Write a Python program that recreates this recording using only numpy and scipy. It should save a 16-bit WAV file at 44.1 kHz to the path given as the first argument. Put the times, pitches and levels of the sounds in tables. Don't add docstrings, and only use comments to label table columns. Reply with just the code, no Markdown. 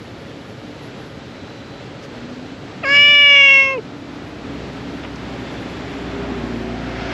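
import sys
import numpy as np
from scipy import signal
from scipy.fft import rfft, irfft
from scipy.io import wavfile

SR = 44100
rng = np.random.default_rng(int(sys.argv[2]) if len(sys.argv) > 2 else 0)


def wav_out(sig):
    wavfile.write(sys.argv[1], SR, np.round(np.clip(np.atleast_2d(sig).T, -1, 1) * 32767).astype(np.int16))


N = 314433
T = np.arange(N) / SR

CALL_S = (2.828, 3.81)
CLOSING_S = (3.71, 3.79)


def amp(db):
    return 10 ** (np.asarray(db) / 20)


def rms_one(x):
    return x / np.sqrt(np.mean(x ** 2) + 1e-20)


def in_time(rows, t=T):
    s, *columns = np.transpose(rows)
    return [np.interp(t, s, c) for c in columns]


def ramp(t, span, values=(0, 1)):
    return np.interp(t, span, values)


def coloured(spectrum):
    hz = np.maximum(np.fft.rfftfreq(N, 1 / SR), 1)
    points = np.array(spectrum)
    shape = amp(np.interp(np.log(hz), np.log(points[:, 0]), points[:, 1]))
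    return rms_one(irfft(rfft(rng.standard_normal(N)) * shape, N))


def band(low_hz, high_hz):
    sos = signal.butter(4, [low_hz, high_hz], "band", fs=SR, output="sos")
    return rms_one(signal.sosfilt(sos, rng.standard_normal(N)))


def drift(rate_hz, size=N):
    sos = signal.butter(2, rate_hz, fs=SR, output="sos")
    return rms_one(signal.sosfilt(sos, rng.standard_normal(size + SR // 2))[SR // 2:])


def resonance(hz, centre_hz, width_hz):
    return centre_hz * width_hz / (centre_hz ** 2 - hz ** 2 + 1j * hz * width_hz)


def traffic():
    # f/Hz, level/dB per Hz (relative)
    murmur_spectrum = [(18, -50.5), (30, -24), (113, -2.5), (176, -5), (213, -6.5), (288, -3), (347, -9),
                       (459, -7.5), (515, -12), (553, -11), (1110, -20.5), (1220, -17.5), (1950, -21),
                       (4100, -26), (7880, -42), (10200, -76), (17300, -120)]
    # t/s, level/dB
    murmur_level = [(0, -34.5), (3.3, -33), (3.8, -36), (4.5, -32.5), (5.5, -31.5), (7.13, -32.5)]
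    level_db = in_time(murmur_level)[0] + .5 * drift(4.0)
    return amp(level_db) * coloured(murmur_spectrum)


def high_hiss():
    # t/s, level/dB
    shimmer_level = [(0, -69.5), (.8, -70), (1.5, -73.5), (3.5, -78), (4.3, -73), (5.5, -69.5), (7.13, -72)]
    level_db = in_time(shimmer_level)[0] + 2.0 * drift(11)
    return amp(level_db) * band(9660, 11900)


def tones():
    # start t/s, end t/s, start f/Hz, end f/Hz, noise spread to either side/Hz, level/dB
    glides = [(0, 3.0, 287, 287, 6, -50.5), (0, 2.6, 550, 550, 12, -50), (1.25, 1.85, 3980, 3980, 10, -56),
              (2.15, 2.6, 234, 267, 3, -36), (2.6, 5.9, 288, 280, 8, -41.5),
              (5.15, 6.7, 7150, 7150, 300, -65), (5.2, 6.5, 3450, 3450, 200, -51.5),
              (6.1, 6.4, 403, 402, 4, -32.5), (6.2, 7.0, 332, 333, 6, -43), (6.3, 6.78, 236, 232, 5, -30),
              (6.6, 7.2, 705, 715, 40, -38), (6.78, 7.2, 1350, 1400, 150, -41)]
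    out = np.zeros(N)
    for start, end, from_hz, to_hz, width_hz, db in glides:
        span = slice(int(start * SR), int(end * SR))
        t = T[span]
        phase = 2 * np.pi * np.cumsum(ramp(t, (start, end), (from_hz, to_hz))) / SR
        fade = np.clip(np.minimum(t - start, end - t) / (.1 * (end - start)), 0, 1)
        noisy = min(width_hz / 25, 1)
        steady = np.sqrt(2 - 2 * noisy ** 2)
        noise = drift(width_hz, size=len(t)) + 1j * drift(width_hz, size=len(t))
        out[span] += amp(db) * fade * np.real((steady + noisy * noise) * np.exp(1j * phase))
    return out


def vehicle():
    # t/s, engine firing line level/dB, tyre roar level/dB
    approach = [(3.9, -58, -31), (4.35, -45, -34.5), (4.6, -40.5, -36.5), (4.8, -42.5, -36),
                (5.5, -40.5, -32.5), (5.85, -42.5, -32), (6.25, -35.5, -27.5), (6.9, -35, -35.5),
                (7.12, -37, -26.5)]
    # t/s, f/Hz
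    firing = [(4.3, 64.5), (4.9, 62.2), (5.3, 62.7), (6.25, 61.6), (6.55, 58.0), (7.13, 58.8)]
    # multiple of the firing rate, mean level/dB on top of the engine level
    orders = [(1, 0), (2, -4), (3, -3.5), (4, -5), (4.5, -3.5), (5, -18), (5.5, -11), (6, -12.5),
              (6.5, -3.5), (9, -10.5)]
    # f/Hz, level/dB per Hz (relative)
    tyre_spectrum = [(47, -24), (80, -8.5), (176, 0.5), (217, 1), (263, 9), (459, -6.5), (701, -3),
                     (935, -5.5), (2090, -6), (3450, -14.5), (7880, -83), (10200, -60), (17300, -120)]
    hiss_at_hold_db = -38.5
    growth_db_per_s, hold_s = 6.5, 5.9
    last_swell_db_per_s, last_swell_s = 22.5, 6.754

    engine_db, roar_db = in_time(approach)
    growth_db = growth_db_per_s * np.minimum(T - hold_s, 0)
    growth_db = growth_db + last_swell_db_per_s * np.maximum(T - last_swell_s, 0)

    phase = 2 * np.pi * np.cumsum(in_time(firing)[0]) / SR
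    engine = np.zeros(N)
    for k, db in orders:
        waver_db = min(0.44 * k, 4.0) * drift(2.2)
        engine += amp(db + waver_db) * np.sin(k * phase + rng.uniform(0, 2 * np.pi))

    tyres = coloured(tyre_spectrum)
    upper = signal.sosfilt(signal.butter(2, 600, "high", fs=SR, output="sos"), tyres)
    roar = tyres - upper
    hiss = rms_one(upper) + amp(-12.5 + 0.32 * growth_db) * band(1900, 5500)

    arrival = np.clip((T - 3.5) / 1.1, 0, 1)
    sound = np.sqrt(2) * amp(engine_db) * engine + amp(roar_db) * roar
    return arrival * (sound + amp(hiss_at_hold_db + growth_db) * hiss)


def noise_puffs():
    # centre t/s, length/s, low f/Hz, high f/Hz, level at the peak/dB
    puffs = [(2.04, .05, 3000, 6500, -49), (2.045, .05, 8000, 12800, -66), (3.461, .001, 5000, 13500, -39),
             (3.78, .007, 2450, 2950, -32), (5.037, .004, 900, 3600, -31), (5.051, .012, 700, 2800, -31),
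             (5.16, .004, 4000, 7200, -41), (5.335, .015, 3000, 4500, -43)]
    out = np.zeros(N)
    for s, length, low_hz, high_hz, db in puffs:
        puff = np.exp(-((T - s) / length * 2) ** 2)
        out += amp(db) * puff * band(low_hz, high_hz)
    return out


def fold_pitch(t):
    # t/s, f/Hz
    arch = [(2.856, 538), (2.9, 560), (2.95, 571), (3.02, 578.5), (3.1, 581), (3.24, 575), (3.33, 568),
            (3.49, 550.5), (3.57, 545.5), (3.73, 536)]
    onset_sharp_hz, onset_s = 200, .028
    let_go_s, let_go_hz_per_s = 3.733, 950
    break_s, break_hz, break_hz_per_s = 3.777, 35, 1000
    sharp = onset_sharp_hz * np.clip(1 - (t - CALL_S[0]) / onset_s, 0, 1) ** 1.3
    slide = let_go_hz_per_s * np.maximum(t - let_go_s, 0)
    broken = ramp(t, (break_s - .002, break_s + .003), (0, break_hz))
    broken = broken + break_hz_per_s * np.maximum(t - break_s, 0)
    return in_time(arch, t)[0] + sharp - slide - broken


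def rasp(t):
    # t/s, extra roughness (0-1)
    clear_catches = [(2.893, .07), (2.97, .05), (2.987, .03), (3.055, .025), (3.09, .035), (3.15, .03),
                     (3.186, .04), (3.263, .025), (3.46, .04), (3.78, .2)]
    catches_per_s, catch_rasp, catching_s = 18, .025, (2.95, 3.7)
    onset = .1 * np.exp(-(t - CALL_S[0]) / .055)
    rough = .029 + onset + .01 * ramp(t, CLOSING_S)
    rough = np.abs(rough) * amp(1.5 * drift(30, size=len(t)))
    chance = rng.uniform(*catching_s, int(catches_per_s * np.ptp(catching_s)))
    for s, extra in clear_catches + [(s, catch_rasp) for s in chance]:
        rough = rough + extra * np.exp(-((t - s) / .003) ** 2)
    return rough


def meow():
    # t/s, nose level/dB, mouth level/dB, throat level/dB,
    # first mouth resonance f/Hz, second mouth resonance f/Hz
    tract = [(2.828, -44, -55, -90, 2090, 2720), (2.838, -25, -26, -71, 2180, 2800),
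             (2.856, -28.5, -24.5, -39, 1690, 2500), (2.885, -29.5, -20.5, -34, 1600, 2410),
             (2.93, -32.5, -13.5, -30.5, 1840, 2620), (2.98, -35.5, -9, -31.5, 2210, 2740),
             (3.11, -33.5, -10.5, -32.5, 2253, 3174), (3.24, -29.5, -5, -32, 2230, 3030),
             (3.34, -24.5, -6, -27, 2246, 3080), (3.49, -26, -3.5, -30.5, 2334, 2910),
             (3.6, -28, -7, -38, 2270, 2670), (3.64, -29, -14, -40, 2254, 2850),
             (3.735, -25, -20, -50, 2275, 2700), (3.772, -23, -36, -85, 2247, 2625),
             (3.783, -21, -44, -85, 2130, 2600), (3.796, -23, -55, -89, 2150, 2640),
             (3.81, -66, -82, -92, 2150, 2600)]
    start, stop = int(CALL_S[0] * SR), int(CALL_S[1] * SR)
    t = T[start:stop]
    nose_db, mouth_db, throat_db, first, second = in_time(tract, t)

    rounding_s = (3.18, 3.83)
    first_width = ramp(t, rounding_s, (433, 140))
    fourth_db = ramp(t, rounding_s, (-13, 2.5))
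    third = ramp(t, rounding_s, (5270, 5570))
    third = third - 400 * np.exp(-(t - t[0]) / 0.19)
    fourth = ramp(t, (3.15, 3.33), (6900, 6110))
    second_width_hz, third_width_hz, fourth_width_hz = 416, 700, 800
    pocket_hz, pocket_width_hz = 4150, 900
    pocket_db = -34.5 - 0.0017 * (second - 2730)
    nose_hz, nose_width = ramp(t, CLOSING_S, (1010, 440)), ramp(t, CLOSING_S, (770, 120))
    throat_rasp = 4.5
    top_edge = 1.09

    rough = rasp(t)
    pitch = fold_pitch(t) * (1 + .0025 * drift(25, size=len(t)))
    phase = 2 * np.pi * np.cumsum(pitch) / SR
    phase = phase + .6 * rough * drift(250, size=len(t))

    voice = np.zeros(len(t))
    for k in range(1, 15):
        hz = k * pitch
        nose = amp(nose_db) * resonance(hz, nose_hz, nose_width) / (1 + (hz / nose_hz / 3.2) ** 4)

        pair = resonance(hz, first, first_width) * resonance(hz, second, second_width_hz)
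        between = abs(resonance(first, second, second_width_hz))
        mouth = amp(mouth_db) * pair / between * (hz / first) ** 0.7

        third_peak = resonance(hz, third, third_width_hz) ** 2
        fourth_peak = amp(fourth_db) * resonance(hz, fourth, fourth_width_hz) ** 2
        pocket = amp(mouth_db + pocket_db) * resonance(hz, pocket_hz, pocket_width_hz) ** 2
        throat = amp(throat_db) * (third_peak + fourth_peak) + pocket

        air = rough * (drift(130, size=len(t)) + 1j * drift(210, size=len(t)))
        low = (nose + mouth / (1 + (hz / 3500) ** 24.0)) * (1 + air)
        high = throat / (1 + (hz / (top_edge * fourth)) ** 16) * (1 + throat_rasp * air)
        high = high * amp(1.9 * drift(25, size=len(t)))
        voice -= np.real((low + high) * np.exp(1j * k * phase))

    out = np.zeros(N)
    out[start:stop] = np.sqrt(2) * voice * amp(.25 * drift(40, size=len(t)))
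    return out


def scene():
    background = traffic() + high_hiss() + tones()
    return (background + vehicle() + noise_puffs() + meow())[None]


def record(dry):
    limit_db, release_db_per_s, attack_s = -1, 30.5, 0.012
    over = np.maximum(20 * np.log10(abs(dry[0]) + 1e-9) - limit_db, 0)
    held = np.maximum.accumulate(over + release_db_per_s * T) - release_db_per_s * T
    r = np.exp(-1 / (attack_s * SR))
    smooth = signal.lfilter([1 - r], [1, -r], held)
    ahead = np.roll(smooth, -int(2 * attack_s * SR))
    x = np.clip(dry * amp(-ahead), -1, 1)
    return signal.sosfilt(signal.cheby2(12, 40, 13700, fs=SR, output="sos"), x)


dry = scene()
out = record(dry)
wav_out(out)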